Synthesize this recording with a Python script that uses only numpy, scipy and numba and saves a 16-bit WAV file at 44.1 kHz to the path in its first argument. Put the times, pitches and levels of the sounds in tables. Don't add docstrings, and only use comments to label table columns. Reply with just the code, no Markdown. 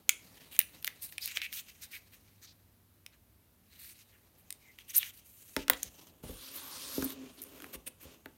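import sys
import numpy as np
from scipy import signal
from scipy.fft import rfft, irfft
from scipy.io import wavfile
from scipy.ndimage import uniform_filter1d
from numba import njit

SR = 44100
rng = np.random.default_rng(int(sys.argv[2]) if len(sys.argv) > 2 else 0)


def pcm_store(signal):
    levels = np.round(np.clip(np.atleast_2d(signal), -1, 1) * 32767)
    wavfile.write(sys.argv[1], SR, levels.astype(np.int16).T)


N = 369116


def db_to_gain(db):
    return 10 ** (np.asarray(db) / 20)


def unit(x):
    return x / np.sqrt(np.mean(x ** 2) + 1e-20)


def add(out, start_s, x):
    i = max(int(start_s * SR), 0)
    out[i:i + len(x)] += x[:len(out) - i]


def curves(table):
    times_s, *columns = np.transpose(table)
    return [np.interp(np.arange(N) / SR, times_s, column) for column in columns]


def walk(changes_per_s):
    k = max(int(SR / changes_per_s), 2)
    steps = np.repeat(rng.standard_normal(N // k + 1), k)
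    return unit(uniform_filter1d(steps, k)[:N])


def colour(x, points):
    size = 4096
    hz, db = np.transpose(points)
    grid = np.maximum(np.arange(size // 2 + 1) * SR / size, 1)
    octaves_outside = np.maximum(np.log2(hz[0] / grid), 0) + np.maximum(np.log2(grid / hz[-1]), 0)
    slope_db = 16 * np.minimum(octaves_outside, 3)
    outline_db = np.interp(np.log(grid), np.log(hz), db) - slope_db
    cepstrum = irfft(np.log(db_to_gain(outline_db)))
    cepstrum[1:size // 2] *= 2
    cepstrum[size // 2 + 1:] = 0
    return signal.oaconvolve(x, irfft(np.exp(rfft(cepstrum))))[:len(x)]


@njit
def band(x, hz, width):
    y, b, l = np.empty(len(x)), 0., 0.
    for i in range(len(x)):
        g = np.tan(np.pi * min(hz[i], .44 * SR) / SR)
        v = (b + g * (x[i] - l)) / (1 + g * (g + width))
        b, l, y[i] = 2 * v - b, l + 2 * g * v, width * v
    return y


# (per Hz, relative)
AIR_COLOUR = [(25, -27), (50, -9), (90, -5.5), (130, -16.5), (220, -14), (500, -25), (1650, -31.5),
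              (7700, -37.5), (14000, -28), (16000, -38.5)]
AIR_DB = -66.5
# time_s, level_db (before its random wavering)
HUM_LEVEL = [(1.9, -80), (2.15, -69.5), (2.75, -72), (3.3, -81)]
HUM_HZ = 100


def air():
    noise = unit(colour(rng.standard_normal(N), AIR_COLOUR)) * db_to_gain(AIR_DB)
    hum = np.sqrt(2) * np.sin(2 * np.pi * HUM_HZ * np.arange(N) / SR)
    return noise + db_to_gain(curves(HUM_LEVEL)[0] + 2 * walk(20)) * hum


def friction(slips_per_s, spread_db, smooth, judder_db, judder_rate):
    sizes = db_to_gain(spread_db * np.minimum(rng.exponential(size=N), 4))
    slips = (rng.random(N) < slips_per_s / SR) * sizes * rng.choice([-1, 1], N)
    steady = unit(slips) + smooth * rng.standard_normal(N)
    return unit(steady * db_to_gain(judder_db * walk(judder_rate)))


def contact(x, points, hz, width, wander, broad):
    x = colour(x, points)
    centre_hz = hz * np.exp(wander * walk(35))
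    resonance = unit(band(x, centre_hz, width))
    return unit(resonance + broad * unit(x))


STROKE_ATTACK_S, STROKE_RELEASE_S = 0.024, 0.041


def stroke(start_s, length_s):
    t = np.arange(N) / SR - start_s
    rise = t / min(STROKE_ATTACK_S, length_s / 2)
    fall = (length_s - t) / min(STROKE_RELEASE_S, length_s / 2)
    ramp = np.clip(np.minimum(rise, fall), 0, 1)
    return ramp ** 2 * (3 - 2 * ramp)


def strokes(table):
    power = np.zeros((3, N))
    for start_s, length_s, *levels_db in table:
        span = slice(int(start_s * SR), int((start_s + length_s) * SR))
        shape = stroke(start_s, length_s)[span]
        power[:, span] += np.outer(db_to_gain(levels_db[:3]), shape) ** 2
    return np.sqrt(power)


# start_s, length_s, flex_db, scrape_db, hiss_db, card_pitch_hz
HAND_STROKES = [(0.339, 0.146, -64, -67.5, -66.5, 2297), (0.503, 0.096, -58.5, -60.5, -52, 2137),
                (0.841, .036, -60, -58, -45, 2200), (1.007, 0.075, -59, -50.5, -40, 2073),
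                (1.051, 0.11, -73, -64.5, -55, 2470), (1.2, 0.091, -61.5, -44.5, -45, 2386),
                (1.262, 0.092, -52.5, -47.5, -51.5, 2790), (1.335, 0.066, -49.5, -50, -48, 2410),
                (1.411, 0.072, -56, -52, -50, 2555), (1.516, 0.11, -50, -45.5, -41, 3040),
                (1.678, 0.035, -51.5, -51, -55, 2723), (1.806, 0.066, -56.5, -50.5, -48, 2325),
                (1.903, 0.1, -54, -53.5, -50, 2174), (2.108, 0.075, -63, -64.5, -59.5, 2200),
                (2.409, 0.066, -62.5, -55, -58.5, 2000), (3.115, 0.058, -66, -69.5, -81, 1593),
                (3.779, 0.175, -63.5, -59, -52.5, 2256), (3.946, 0.11, -70.5, -65, -64, 2703),
                (4.111, 0.076, -65, -76, -76.5, 1703), (4.366, .07, -76.5, -78.5, -64, 2300),
                (4.772, 0.075, -63, -67.5, -64.5, 2626), (4.873, 0.062, -54.5, -57, -47, 2830),
                (4.927, 0.077, -49.5, -46.5, -40, 2900), (4.947, 0.052, -67, -42, -24, 2880),
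                (4.966, 0.092, -48, -51, -47, 2874), (5.027, 0.094, -50.5, -51, -48.5, 2700),
                (5.12, 0.1, -68, -63, -56.5, 2760), (5.238, 0.343, -74, -66, -58.5, 3190),
                (5.556, 0.096, -51.5, -51, -56.5, 2660), (5.752, 0.155, -61.5, -54.5, -59, 3070),
                (5.875, 0.249, -70, -66, -65, 3030)]
# time_s, level_db (before a small offset for each layer)
FIDGET_LEVEL = [(0, -80), (.25, -66.5), (1.0, -66), (1.65, -65.5), (2.1, -72), (2.55, -76), (2.7, -86),
                (3.6, -87.5), (3.75, -65), (4.3, -78), (4.7, -72), (5.6, -73), (6.2, -76.5)]
# time_s, level_db
FINGER_LEVEL = [(0, -73.5), (.35, -66.5), (.9, -68.5), (1.6, -76.5), (2.1, -75), (3.5, -99), (4.3, -74.5),
                (5.4, -79), (5.9, -67), (6.15, -67.5), (6.3, -72)]
# pitch_hz, level_db (relative)
FLEX_COLOUR = [(500, -29.5), (1200, -8), (1800, -2), (2400, -0.5), (3100, 4), (3800, -0.5), (6000, -29.5)]
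SCRAPE_COLOUR = [(900, -17), (2800, -6.5), (3900, 5), (5200, -2.5), (6600, 1), (8500, -8), (11000, -18.5)]
HISS_COLOUR = [(5000, -46.5), (7800, -3), (9300, 4), (10500, -2), (12500, 4.5), (14800, 2), (15800, 3),
               (16500, -40.5)]
EDGE_RATIO = 2.2


def rubbing():
    fidget = db_to_gain(curves(FIDGET_LEVEL)[0])
    fidget_layers = fidget * db_to_gain([[-1.5], [.5], [1.5]])
    flex, scrape, hiss = np.hypot(strokes(HAND_STROKES), fidget_layers)
    card_hz, = curves([(start_s + length_s / 2, hz) for start_s, length_s, *_, hz in HAND_STROKES])
    slips = friction(slips_per_s=700, spread_db=0.0, smooth=1.0, judder_db=2.5, judder_rate=90)
    fibres = friction(slips_per_s=2700, spread_db=1.5, smooth=0.56, judder_db=-0.9, judder_rate=780)
    bending = contact(slips, FLEX_COLOUR, card_hz, width=0.5, wander=0.086, broad=0.56)
    scraping = contact(slips, SCRAPE_COLOUR, EDGE_RATIO * card_hz, width=0.3, wander=0.15, broad=1.2)
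    hissing = contact(fibres + slips, HISS_COLOUR, 12000, width=.35, wander=0.1, broad=1.6)
    muffled = unit(colour(slips, [(130, 2.0), (300, -1.5), (1100, -8.5)]))
    return (db_to_gain(0.76) * flex * bending
            + db_to_gain(-1.2) * scrape * scraping
            + db_to_gain(-1.5) * hiss * hissing
            + db_to_gain(curves(FINGER_LEVEL)[0]) * muffled)


def snap(t, spread_s, rattle, rattle_s):
    order = 40
    bins = len(t) // 2 + 1
    lateness = rng.random(order + 1) ** 3
    delay_s = spread_s * np.interp(np.linspace(0, order, bins), np.arange(order + 1), lateness)
    phase = 2 * np.pi * np.cumsum(delay_s + .0002) * SR / len(t)
    crack = irfft(np.exp(-1j * phase), len(t)) * (1 - t / t[-1]) ** 2
    rattling = unit(rng.standard_normal(len(t)) * t * np.exp(-t / rattle_s))
    return unit(crack) + rattle * rattling


SECOND_MODE = 1.3


def click_part(x, points, hz, width, tone, second):
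    head = int(.005 * SR)
    y = colour(x, points)
    first = band(y, np.full(len(y), float(hz)), width)
    upper = band(y, np.full(len(y), float(hz * SECOND_MODE)), width)
    y = unit(y) + tone * unit(first + second * upper)
    return y / np.sqrt(np.mean(y[:head] ** 2))


# pitch_hz, level_db (relative)
KNOCK_COLOUR = [(250, -30.5), (500, -5.5), (750, -4.5), (1000, -8.5), (1550, -2), (2100, -12.5),
                (3500, -29)]
BODY_COLOUR = [(450, -31), (1000, -24.5), (1750, -1.5), (2400, 2.5), (3000, -1.5), (3800, -0.5), (5200, -8),
               (8000, -22)]
EDGE_COLOUR = [(3500, -37), (5400, -6), (6600, -5.5), (7900, -6), (9500, 2), (12500, 0.5), (15000, 3.5),
               (16800, -17.5)]
BODY_WIDTH, EDGE_WIDTH = .36, .14


def click(knock_db, body_db, edge_db, body_hz, edge_hz):
    t = np.arange(int(.04 * SR)) / SR
    knock_snap = snap(t, spread_s=.002, rattle=0.99, rattle_s=0.0017)
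    knock = click_part(knock_snap, KNOCK_COLOUR, 1280, width=0.28, tone=0.49, second=0.7)
    body_snap = snap(t, spread_s=.0015, rattle=0.91, rattle_s=0.00095)
    body = click_part(body_snap, BODY_COLOUR, body_hz, BODY_WIDTH, tone=0.53, second=0.52)
    edge_snap = snap(t, spread_s=.0018, rattle=0.39, rattle_s=0.0013)
    edge = click_part(edge_snap, EDGE_COLOUR, edge_hz, EDGE_WIDTH, tone=1.0, second=0)
    return db_to_gain(knock_db) * knock + db_to_gain(body_db) * body + db_to_gain(edge_db) * edge


# start_s, body_db, edge_db, body_pitch_hz, edge_pitch_hz
LIGHT_SNAPS = [(0.0925, -20.5, -17, 2520, 6700), (0.5643, -49.5, -48, 2270, 6660),
               (0.5907, -26.5, -13.5, 1900, 15400), (0.602, -35, -41, 2050, 13270),
               (0.6137, -38, -39, 2630, 14850), (0.826, -55, -49, 2600, 12500),
               (0.8454, -35.5, -32.5, 4400, 16200), (0.869, -43.5, -39.5, 3670, 6250),
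               (0.8762, -31.5, -33.5, 2030, 13600), (1.0219, -56, -45, 4900, 11800),
               (1.1236, -50, -49, 2000, 12400), (1.181, -35, -40, 2640, 9000),
               (1.258, -47, -32, 4750, 15200), (1.276, -43, -39, 1870, 11900),
               (1.3711, -27.5, -46, 2300, 8550), (1.417, -34, -46, 2680, 5700),
               (1.527, -41.5, -44, 2710, 15230), (3.063, -47, -48, 2090, 5060),
               (4.505, -45, -38.5, 4580, 8400), (4.5252, -51, -41.5, 4430, 8560),
               (4.787, -47.5, -56.5, 2070, 13500), (5.0296, -34.5, -58.5, 2840, 5500),
               (7.044, -60, -37, 2970, 15100), (7.104, -48, -43.5, 3000, 12000),
               (7.4182, -63, -41.5, 3800, 12100), (7.423, -61, -47, 3800, 12000),
               (7.429, -68, -46, 3800, 12500), (7.437, -67, -43, 3820, 13600)]
SNAP_KNOCK_DB = -20.5
# start_s, knock_db, body_db, edge_db, body_pitch_hz, edge_pitch_hz
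HARD_TAPS = [(5.5647, -36.5, -31.5, -33.5, 1460, 5400), (5.6811, -40, -37.5, -39, 3020, 6000),
             (5.6985, -23, -23.5, -15.5, 1290, 15700), (5.7334, -46, -37.5, -42.5, 2960, 7000),
             (5.8306, -74, -44, -29.5, 5740, 6730), (7.0235, -39.5, -46, -40, 1300, 6070),
             (7.602, -55, -55, -55, 2400, 6500), (7.621, -54, -53, -49, 2490, 12900),
             (7.6426, -48, -49, -52, 1400, 11100), (8.2584, -46.5, -50, -54, 2190, 12300)]


def clicks():
    out = np.zeros(N)
    for start_s, body_db, edge_db, body_hz, edge_hz in LIGHT_SNAPS:
        add(out, start_s, click(body_db + SNAP_KNOCK_DB, body_db, edge_db, body_hz, edge_hz))
    for start_s, *tap in HARD_TAPS:
        add(out, start_s, click(*tap))
    return out


def stick_slip(table, width):
    out, t = np.zeros(N), np.arange(SR // 2) / SR
    for start_s, length_s, db, first_hz, last_hz in table:
        progress = np.minimum(t / length_s, 1)
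        pitch_hz = first_hz + (last_hz - first_hz) * progress
        tone = band(rng.standard_normal(len(t)), pitch_hz, width)
        tone = band(tone, pitch_hz, width)
        add(out, start_s, db_to_gain(db) * unit(tone) * np.sin(np.pi * progress))
    return out


# start_s, length_s, level_db, first_pitch_hz, last_pitch_hz
CARD_SQUEAKS = [(1.215, 0.024, -43, 4970, 4700), (1.345, 0.032, -48, 6000, 6400),
                (4.605, 0.14, -63, 2280, 2020), (4.894, 0.017, -46, 5800, 6640),
                (4.946, 0.016, -39, 7000, 5100), (4.960, 0.01, -28, 9150, 10000),
                (4.963, 0.0079, -21, 14400, 10800), (4.966, .012, -26, 11100, 9000),
                (4.975, 0.011, -37.5, 5800, 6740), (4.977, .015, -21, 12500, 14900),
                (4.98, 0.055, -46, 3830, 3230)]


def squeaks():
    return stick_slip(CARD_SQUEAKS, width=0.14)


# start_s, length_s, level_db, pitch_hz
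CARD_CRACKLES = [(1.227, 0.032, -47, 5050), (1.283, 0.042, -48.5, 2500), (1.381, 0.027, -50, 2300),
                 (1.421, 0.047, -41, 2450), (1.571, 0.029, -48.5, 3550), (1.93, 0.045, -49.5, 2230),
                 (5.708, .046, -51, 3300), (7.735, 0.027, -57, 2810), (7.866, 0.016, -51.5, 2980)]
CRACKLE_PER_S, CRACKLE_SPREAD_DB, CRACKLE_WIDTH = 400, 4, .3


def crackles():
    out = np.zeros(N)
    for start_s, length_s, db, hz in CARD_CRACKLES:
        gaps, sizes = rng.random((round(length_s * CRACKLE_PER_S) + 1, 2)).T
        times = np.cumsum(.5 + gaps)
        places = ((times - times[0]) / times[-1] * length_s * SR).astype(int)
        ticks = np.zeros(int(length_s * SR) + 1)
        ticks[places] = db_to_gain(CRACKLE_SPREAD_DB * (2 * sizes - 1))
        ticks = np.pad(ticks, (0, SR // 250))
        ringing = band(colour(ticks, BODY_COLOUR), np.full(len(ticks), float(hz)), CRACKLE_WIDTH)
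        add(out, start_s, db_to_gain(db) * unit(ringing))
    return out


# start_s, length_s, level_db (before judder), first_pitch_hz, last_pitch_hz
CARD_RASPS = [(2.42, 0.12, -61, 3990, 4470), (6.37, 0.19, -54, 3940, 4760),
              (6.535, 0.065, -46, 12800, 13400), (6.58, 0.25, -57.5, 970, 1100),
              (6.62, 0.45, -50.5, 4640, 5500), (6.84, 0.2, -53, 11000, 13000),
              (7.37, 0.043, -56, 3600, 3900)]
RASP_JUDDER_DB, RASP_JUDDER_PER_S = 2, 120


def rasps():
    return stick_slip(CARD_RASPS, width=0.65) * db_to_gain(RASP_JUDDER_DB * walk(RASP_JUDDER_PER_S))


# start_s, box_ring_db, table_thud_db, contact_s
SOFT_BUMPS = [(5.5679, -34.5, -46.5, 0.00014), (5.682, -49, -69, 0.0014), (5.703, -42.5, -54, 0.0013),
              (5.845, -76, -58, 0.0032), (6.236, -49.5, -46, 0.0011), (6.294, -56, -45.5, 0.0031),
              (6.9804, -33, -46.5, 0.0014), (7.025, -37, -54, 0.0021), (7.752, -55, -53.5, 0.00059),
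              (8.053, -61, -53.5, 0.0019), (8.2606, -52, -68, 0.00026)]
# pitch_hz, level_db (relative), fade_s (time to fall 60 dB)
BOX_TONES = [(232, -8, .12), (277, -5, .33), (293, -1, .1), (330, 8, .028), (395, 0, .09), (450, 5, .035),
             (510, -6, .08), (600, 1, .05), (877, -1, .11)]


def bumps(thud_s=0.025):
    out, t = np.zeros(N), np.arange(SR // 2) / SR
    head = int(.02 * SR)
    box = sum(db_to_gain(db - 60 * t / fade_s) * np.sin(2 * np.pi * hz * t) for hz, db, fade_s in BOX_TONES)
    box = signal.sosfilt(signal.butter(3, 225, "high", fs=SR, output="sos"), box)
    thud_colour = [(30, -9), (52, 3.5), (120, -10.0), (220, -14.5), (500, -15.5)]
    for start_s, ring_db, thud_db, contact_s in SOFT_BUMPS:
        push = np.sin(np.pi * np.minimum(t[:head] / contact_s, 1))
        ring = signal.fftconvolve(box, push)[:len(t)]
        thud = colour(rng.standard_normal(len(t)) * np.exp(-t / thud_s), thud_colour)
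        for y, db in (ring, ring_db), (thud, thud_db):
            add(out, start_s, db_to_gain(db) * y / np.sqrt(np.mean(y[:head] ** 2)))
    return out


# time_s, speed (share of full speed)
SLIDE_SPEED = [(6.225, 0.017), (6.239, 0.24), (6.37, 0.26), (6.47, 0.29), (6.8, 0.48), (6.97, 0.74),
               (7.1, 0.57), (7.16, 0), (7.37, 0.088)]
# start_s, length_s, hollow_db, scrape_db, hiss_db
BOX_SCUFFS = [(6.53, 0.093, -63, -52.5, -53), (7.035, 0.025, -44, -61, -37), (7.08, 0.26, -57, -61, -72),
              (7.36, 0.17, -63, -62.5, -60.5), (7.5, 0.24, -59, -61, -62), (7.72, 0.051, -53, -49.5, -45.5),
              (7.858, 0.036, -59.5, -48.5, -40.5), (7.995, 0.078, -63, -59, -55.5),
              (8.03, 0.15, -65.5, -62, -69)]
# pitch_hz, level_db (relative)
HOLLOW_COLOUR = [(50, -20), (130, -13), (190, -9), (235, 0), (278, 3), (330, -4), (400, -2), (560, -11),
                 (800, -18), (1500, -35)]
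DRAG_COLOUR = [(300, -61), (500, 7), (750, -11), (1050, 6), (1800, 1.5), (2600, 2), (3600, 2), (5200, 0.5),
               (7000, 2.5), (10000, -20)]
DRAG_HOLLOW_DB, DRAG_SCRAPE_DB, DRAG_HISS_DB = -56.5, -45.5, -43.5
DRAG_SLOW_HZ, DRAG_FAST_HZ = 2680, 5000


def sliding():
    t = np.arange(N) / SR
    speed = np.maximum(np.interp(t, *np.transpose(SLIDE_SPEED), left=0, right=0), 0)
    drag_layers = np.outer(db_to_gain([DRAG_HOLLOW_DB, DRAG_SCRAPE_DB, DRAG_HISS_DB]), speed)
    hollow, scrape, hiss = np.hypot(strokes(BOX_SCUFFS), drag_layers)
    drag_hz = DRAG_SLOW_HZ + (DRAG_FAST_HZ - DRAG_SLOW_HZ) * speed
    slips = friction(slips_per_s=1500, spread_db=1.0, smooth=1.2, judder_db=1.0, judder_rate=150)
    grip = db_to_gain(.4 * walk(30))
    drone = unit(colour(slips, HOLLOW_COLOUR))
    drag = contact(slips, DRAG_COLOUR, drag_hz, width=.35, wander=.08, broad=1.9)
    hissing = contact(slips, HISS_COLOUR, 11100, width=0.22, wander=0.15, broad=1.2)
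    return db_to_gain(1.5) * hollow * drone + scrape * grip * drag + hiss * hissing


# start_s, length_s, level_db (before judder), pitch_hz (before wavering)
BOX_GROANS = [(7.03, .06, -44, 275), (7.149, 0.14, -56, 258)]


def groans(waver=.045, judder_db=3.0):
    drift_s = np.cumsum(1 + waver * walk(60)) / SR
    tones = sum(db_to_gain(db) * stroke(start_s, length_s) * np.sin(2 * np.pi * hz * drift_s)
                for start_s, length_s, db, hz in BOX_GROANS)
    return np.sqrt(2) * tones * db_to_gain(judder_db * walk(45))


def room(x, wet_db, t60_low, t60_high, treble_db, early_db):
    t = np.arange(int(.6 * SR)) / SR
    onset = np.clip((t - .004) / 0.0049, 0, 1)
    dull = colour(rng.standard_normal(len(t)), [(100, 9.5), (2400, 1.0), (6800, -4.0), (10000, -3.5)])
    dull = dull * db_to_gain(-60 * t / t60_low)
    bright = colour(rng.standard_normal(len(t)), [(5000, -5), (9500, 1), (16000, 0.0)])
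    bright = bright * db_to_gain(-60 * t / t60_high + treble_db)
    tail = unit((dull + bright) * onset) / np.sqrt(len(t))
    for lag_s in .0118, .0215, .0255:
        add(tail, lag_s, db_to_gain(early_db) * np.array([.5, 1, .5]) / 2)
    return db_to_gain(wet_db) * signal.fftconvolve(x, tail)[:N]


def scene():
    snaps = clicks()
    knocks = bumps() + groans()
    rubs = rubbing() + crackles() + squeaks() + sliding() + rasps()
    echo = room(snaps + rubs + 0.97 * knocks, wet_db=-16.5, t60_low=0.27, t60_high=0.085,
                treble_db=2.5, early_db=-18.0)
    return (snaps + rubs + knocks + echo + air())[None]


TOP_HZ = 16600


def record(dry):
    x = signal.sosfilt(signal.butter(4, 38, "high", fs=SR, output="sos"), dry)
    rounded = np.tanh(x)
    return signal.sosfilt(signal.ellip(10, .2, 80, TOP_HZ, fs=SR, output="sos"), rounded)


dry = scene()
out = record(dry)
pcm_store(out)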